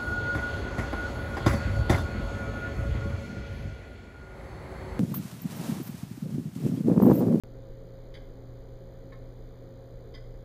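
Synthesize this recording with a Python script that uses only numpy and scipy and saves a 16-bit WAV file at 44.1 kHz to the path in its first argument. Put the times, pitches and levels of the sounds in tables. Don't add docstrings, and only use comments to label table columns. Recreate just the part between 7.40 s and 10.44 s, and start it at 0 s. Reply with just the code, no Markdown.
import sys
import numpy as np
from scipy import signal
from scipy.fft import rfft, irfft
from scipy.io import wavfile
from scipy.ndimage import uniform_filter1d

SR = 44100
rng = np.random.default_rng(int(sys.argv[2]) if len(sys.argv) > 2 else 0)


def magnitude_from_level(level_db):
    exponent = np.asarray(level_db, float) / 20
    return 10 ** exponent


def output_pcm(signal):
    pcm = np.clip(np.atleast_2d(signal).T, -1, 1) * 32767
    wavfile.write(sys.argv[1], SR, np.round(pcm).astype(np.int16))


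N = 134064


def evened(x):
    return x / np.sqrt(np.mean(x ** 2) + 1e-20)


def read(points, hz):
    f, value = np.transpose(points)
    return np.interp(np.log(hz + 1), np.log(f + 1), value, left=-200, right=-200)


def drift(top_hz):
    t = np.arange(N) / SR
    curve = np.zeros(N)
    for f in np.geomspace(0.9, top_hz, num=12):
        curve += np.sin(2 * np.pi * (f * t + rng.random())) / np.sqrt(f)
    return evened(curve)


def air():
    # (frequency [Hz], density [dB per Hz])
    rumble = [(15, -63), (30, -62.5), (60, -71.5), (140, -79), (250, -81.5), (460, -76), (600, -84),
              (950, -95.5)]
    # (frequency [Hz], density [dB per Hz])
    room_air = [(950, -95), (1500, -99), (2400, -101), (3200, -103), (4200, -106), (4950, -107),
                (5030, -118), (6000, -135)]
    # (frequency [Hz], density [dB per Hz])
    hiss = [(4000, -122), (5200, -113), (6500, -117), (7600, -120), (8800, -120), (10300, -118),
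            (12000, -117), (15300, -116)]
    hiss_trim_db, patch_db = -1, 0.7

    hz = np.fft.rfftfreq(N, 1 / SR)
    room_db = np.where(hz < rumble[-1][0], read(rumble, hz), read(room_air, hz))
    power_per_hz = magnitude_from_level(room_db) ** 2 + magnitude_from_level(read(hiss, hz) + hiss_trim_db) ** 2
    noise = irfft(rfft(rng.standard_normal(N)) * np.sqrt(power_per_hz * SR / 2), N)

    z = signal.stft(noise, nperseg=1024, noverlap=768)[2]
    patches = uniform_filter1d(rng.standard_normal(z.shape), size=10, axis=0)
    patches = uniform_filter1d(patches, size=10, axis=1)
    return signal.istft(z * magnitude_from_level(patch_db * evened(patches)), nperseg=1024, noverlap=768)[1][:N]


def hum():
    tone_hz = [29.6, 57, 120, 173.5, 267.8, 535.6, 4016.3, 4046.2, 4075.9, 9540]
    tone_db = [-50, -61.5, -49, -63, -61, -56, -92.5, -92.5, -85.5, -105]
    tone_wander_db = [2.5, 3.5, 1.2, 3.0, 2.2, 1.6, 1.5, 1.5, 1.5, 1.5]
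    early_db, settle_s = 2.5, 0.58

    t = np.arange(N) / SR
    out = np.zeros(N)
    for hz, db, wander_db in zip(tone_hz, tone_db, tone_wander_db):
        level_db = db + wander_db * drift(7)
        if hz == tone_hz[5]:
            level_db = level_db + early_db * np.exp(-t / settle_s)
        phase = 2 * np.pi * (hz * t + rng.random()) + 0.17 * wander_db * drift(5)
        out += np.sqrt(2) * magnitude_from_level(level_db) * np.sin(phase)
    return out


def buzz():
    field_hz, carrier_hz, start_s = 59.94, 6743.25, 0.0547
    hold_s, level_db = 0.00073, -63
    ring_hz, ring_db, ring_t60_s = 6830, -6, 0.012

    t = np.arange(N) / SR - start_s
    since = t % (1 / field_hz)
    gate = np.clip(np.minimum(since, hold_s - since) * SR / 2 + 0.5, 0, 1)
    slide = 2 * np.pi * (ring_hz - carrier_hz) * since
    ring = magnitude_from_level(ring_db - 60 * since / ring_t60_s) * np.exp(1j * slide)
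    return magnitude_from_level(level_db) * ((gate + ring) * np.exp(2j * np.pi * carrier_hz * t)).imag


def clatter(hits, modes):
    # (frequency [Hz], level [dB])
    rattle = [(700, -4), (1500, 0), (2400, 1), (3600, -8), (5100, -5), (5600, -18), (9500, -17),
              (15000, -22)]
    rattle_db, rattle_t60_s = -3.5, 0.052
    favour_db_per_oct, rise_s, longest_t60_s = 6, 0.001, 0.14
    split, side_share = 0.0135, 0.39

    t = np.arange(SR // 4) / SR
    out = np.zeros(N + SR)
    noise_hz = np.fft.rfftfreq(len(t), 1 / SR) + 1
    hz, db, t60_s = np.array(modes).T[:, :, None]
    decay_db = 60 * t / np.minimum(t60_s, longest_t60_s)
    up, down = split * np.sqrt(hz / 2000) * rng.uniform(0.68, 1.26, (2, len(modes), 1))
    rise = (1 - np.exp(-t / rise_s)) ** 2

    for s, level_db, near_hz in hits:
        a, b, c = rng.random((3, len(modes), 1))
        upper = np.sin(2 * np.pi * (hz * (1 + up) * t + b))
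        lower = np.sin(2 * np.pi * (hz * (1 - down) * t + c))
        plates = np.sin(2 * np.pi * (hz * t + a)) + side_share * (upper + lower)
        mode_db = db - favour_db_per_oct * abs(np.log2(hz / near_hz))
        ring = (magnitude_from_level(mode_db - decay_db) * plates).sum(0)

        colour = magnitude_from_level(read(rattle, noise_hz) - favour_db_per_oct * abs(np.log2(noise_hz / near_hz)))
        loose = irfft(rfft(rng.standard_normal(len(t))) * colour, len(t))
        ring = ring + magnitude_from_level(rattle_db - 60 * t / rattle_t60_s) * loose * 4
        out[round(s * SR):][:len(t)] += magnitude_from_level(level_db) * ring * rise
    return out[:N]


def tick():
    # (time [s], level [dB], favoured pitch [Hz])
    tick_hits = [
        (.7392, -48.5, 3200),
        (.7420, -50, 4570),
        (.7490, -46.5, 2400),
        (.7540, -48, 2160),
        (.7610, -52.5, 2180),
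        (.7690, -51.5, 2620),
    ]
    # (frequency [Hz], level [dB], t60 [s])
    tick_modes = [(1006, -5, 0.062), (1645, -8, 0.12), (1830, -7, .08), (1990, -3.5, 0.065),
                  (2127, -0.5, 0.076), (3105, 0.5, 0.053), (3410, -1.5, 0.06), (3806, -5, 0.055),
                  (4610, -6.5, 0.056), (4730, -7, 0.063), (5100, -7, 0.03), (6210, -13, .05),
                  (9560, -13, 0.044), (12300, -18, 0.039)]
    return clatter(tick_hits, tick_modes)


def tock():
    # (time [s], level [dB], favoured pitch [Hz])
    tock_hits = [
        (1.7185, -59.5, 3220),
        (1.7220, -50.5, 2230),
        (1.7290, -52, 2150),
        (1.7350, -56, 2200),
        (1.7450, -57.5, 1730),
    ]
    # (frequency [Hz], level [dB], t60 [s])
    tock_modes = [(1076, 2, 0.074), (1300, -6, 0.085), (1754, -3, 0.11), (1805, -10, 0.12), (1940, -10, .1),
                  (2150, 2.5, 0.087), (3220, -23, .05), (3770, -6, 0.046), (4050, -16, .06),
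                  (4680, -8, .06), (9600, -28, .04)]
    return clatter(tock_hits, tock_modes)


def last_tick():
    # (time [s], level [dB], favoured pitch [Hz])
    last_hits = [
        (2.7385, -52, 3100),
        (2.7415, -49.5, 2050),
        (2.7475, -46, 4970),
        (2.7545, -50, 2490),
        (2.7630, -57, 2180),
        (2.7720, -52.5, 2180),
    ]
    # (frequency [Hz], level [dB], t60 [s])
    last_modes = [(1082, -6, .08), (1497, -13, 0.17), (1760, -9, 0.14), (2012, -2, .12),
                  (2132, -2.5, 0.071), (3160, 1.5, 0.045), (3420, -4, 0.068), (3647, -7, 0.061),
                  (4500, -18, 0.053), (4650, -9, 0.059), (4967, 3, 0.038), (6083, -9.5, 0.039),
                  (9900, -25, .03), (12300, -28, .04)]
    return clatter(last_hits, last_modes)


def case(x):
    t60_s, build_s, density = 0.38, 0.002, 0.08
    t = np.arange(SR // 3) / SR
    taps = rng.standard_normal(len(t)) * (rng.random(len(t)) < density)
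    taps = taps * magnitude_from_level(-60 * t / t60_s) * np.minimum(t / build_s, 1)
    return signal.fftconvolve(x, taps / np.linalg.norm(taps))[:N]


def scene():
    case_db = -5.5
    floor = air() + hum() + buzz()
    clock = tick() + tock() + last_tick()
    return (floor + clock + magnitude_from_level(case_db) * case(clock))[None]


def notched(x):
    notch_hz = [2700, 5510, 7910, 10920]
    # (shoulder width [Hz], core width [Hz])
    notch_widths = [(1240, 15), (750, 140), (1760, 49), (1120, 22)]
    for hz, (shoulder_hz, core_hz) in zip(notch_hz, notch_widths):
        turn = np.cos(2 * np.pi * hz / SR)
        rz, rp = np.exp(-np.pi * core_hz / SR), np.exp(-np.pi * shoulder_hz / SR)
        zeros, poles = [1, -2 * rz * turn, rz ** 2], [1, -2 * rp * turn, rp ** 2]
        x = signal.lfilter(zeros, poles, x) * (rp / rz)
    return x


def opened(x):
    open_at, step_db, decay_s = 1599, -35, 0.0016
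    since = np.maximum(np.arange(N) - open_at, 0) / SR
    fresh = np.exp(-since / decay_s)
    return (x * (1 - fresh) + magnitude_from_level(step_db) * fresh) * (np.arange(N) > open_at)


def band_limit(x):
    return signal.sosfilt(signal.butter(12, 16240, fs=SR, output="sos"), x)


def record(dry):
    lowpass = signal.firwin(511, 15330, window=("kaiser", 8), fs=SR)
    x = signal.oaconvolve(dry, lowpass[None], "same")
    mix = opened(notched(x))
    return band_limit(mix)


dry = scene()
out = record(dry)
output_pcm(out)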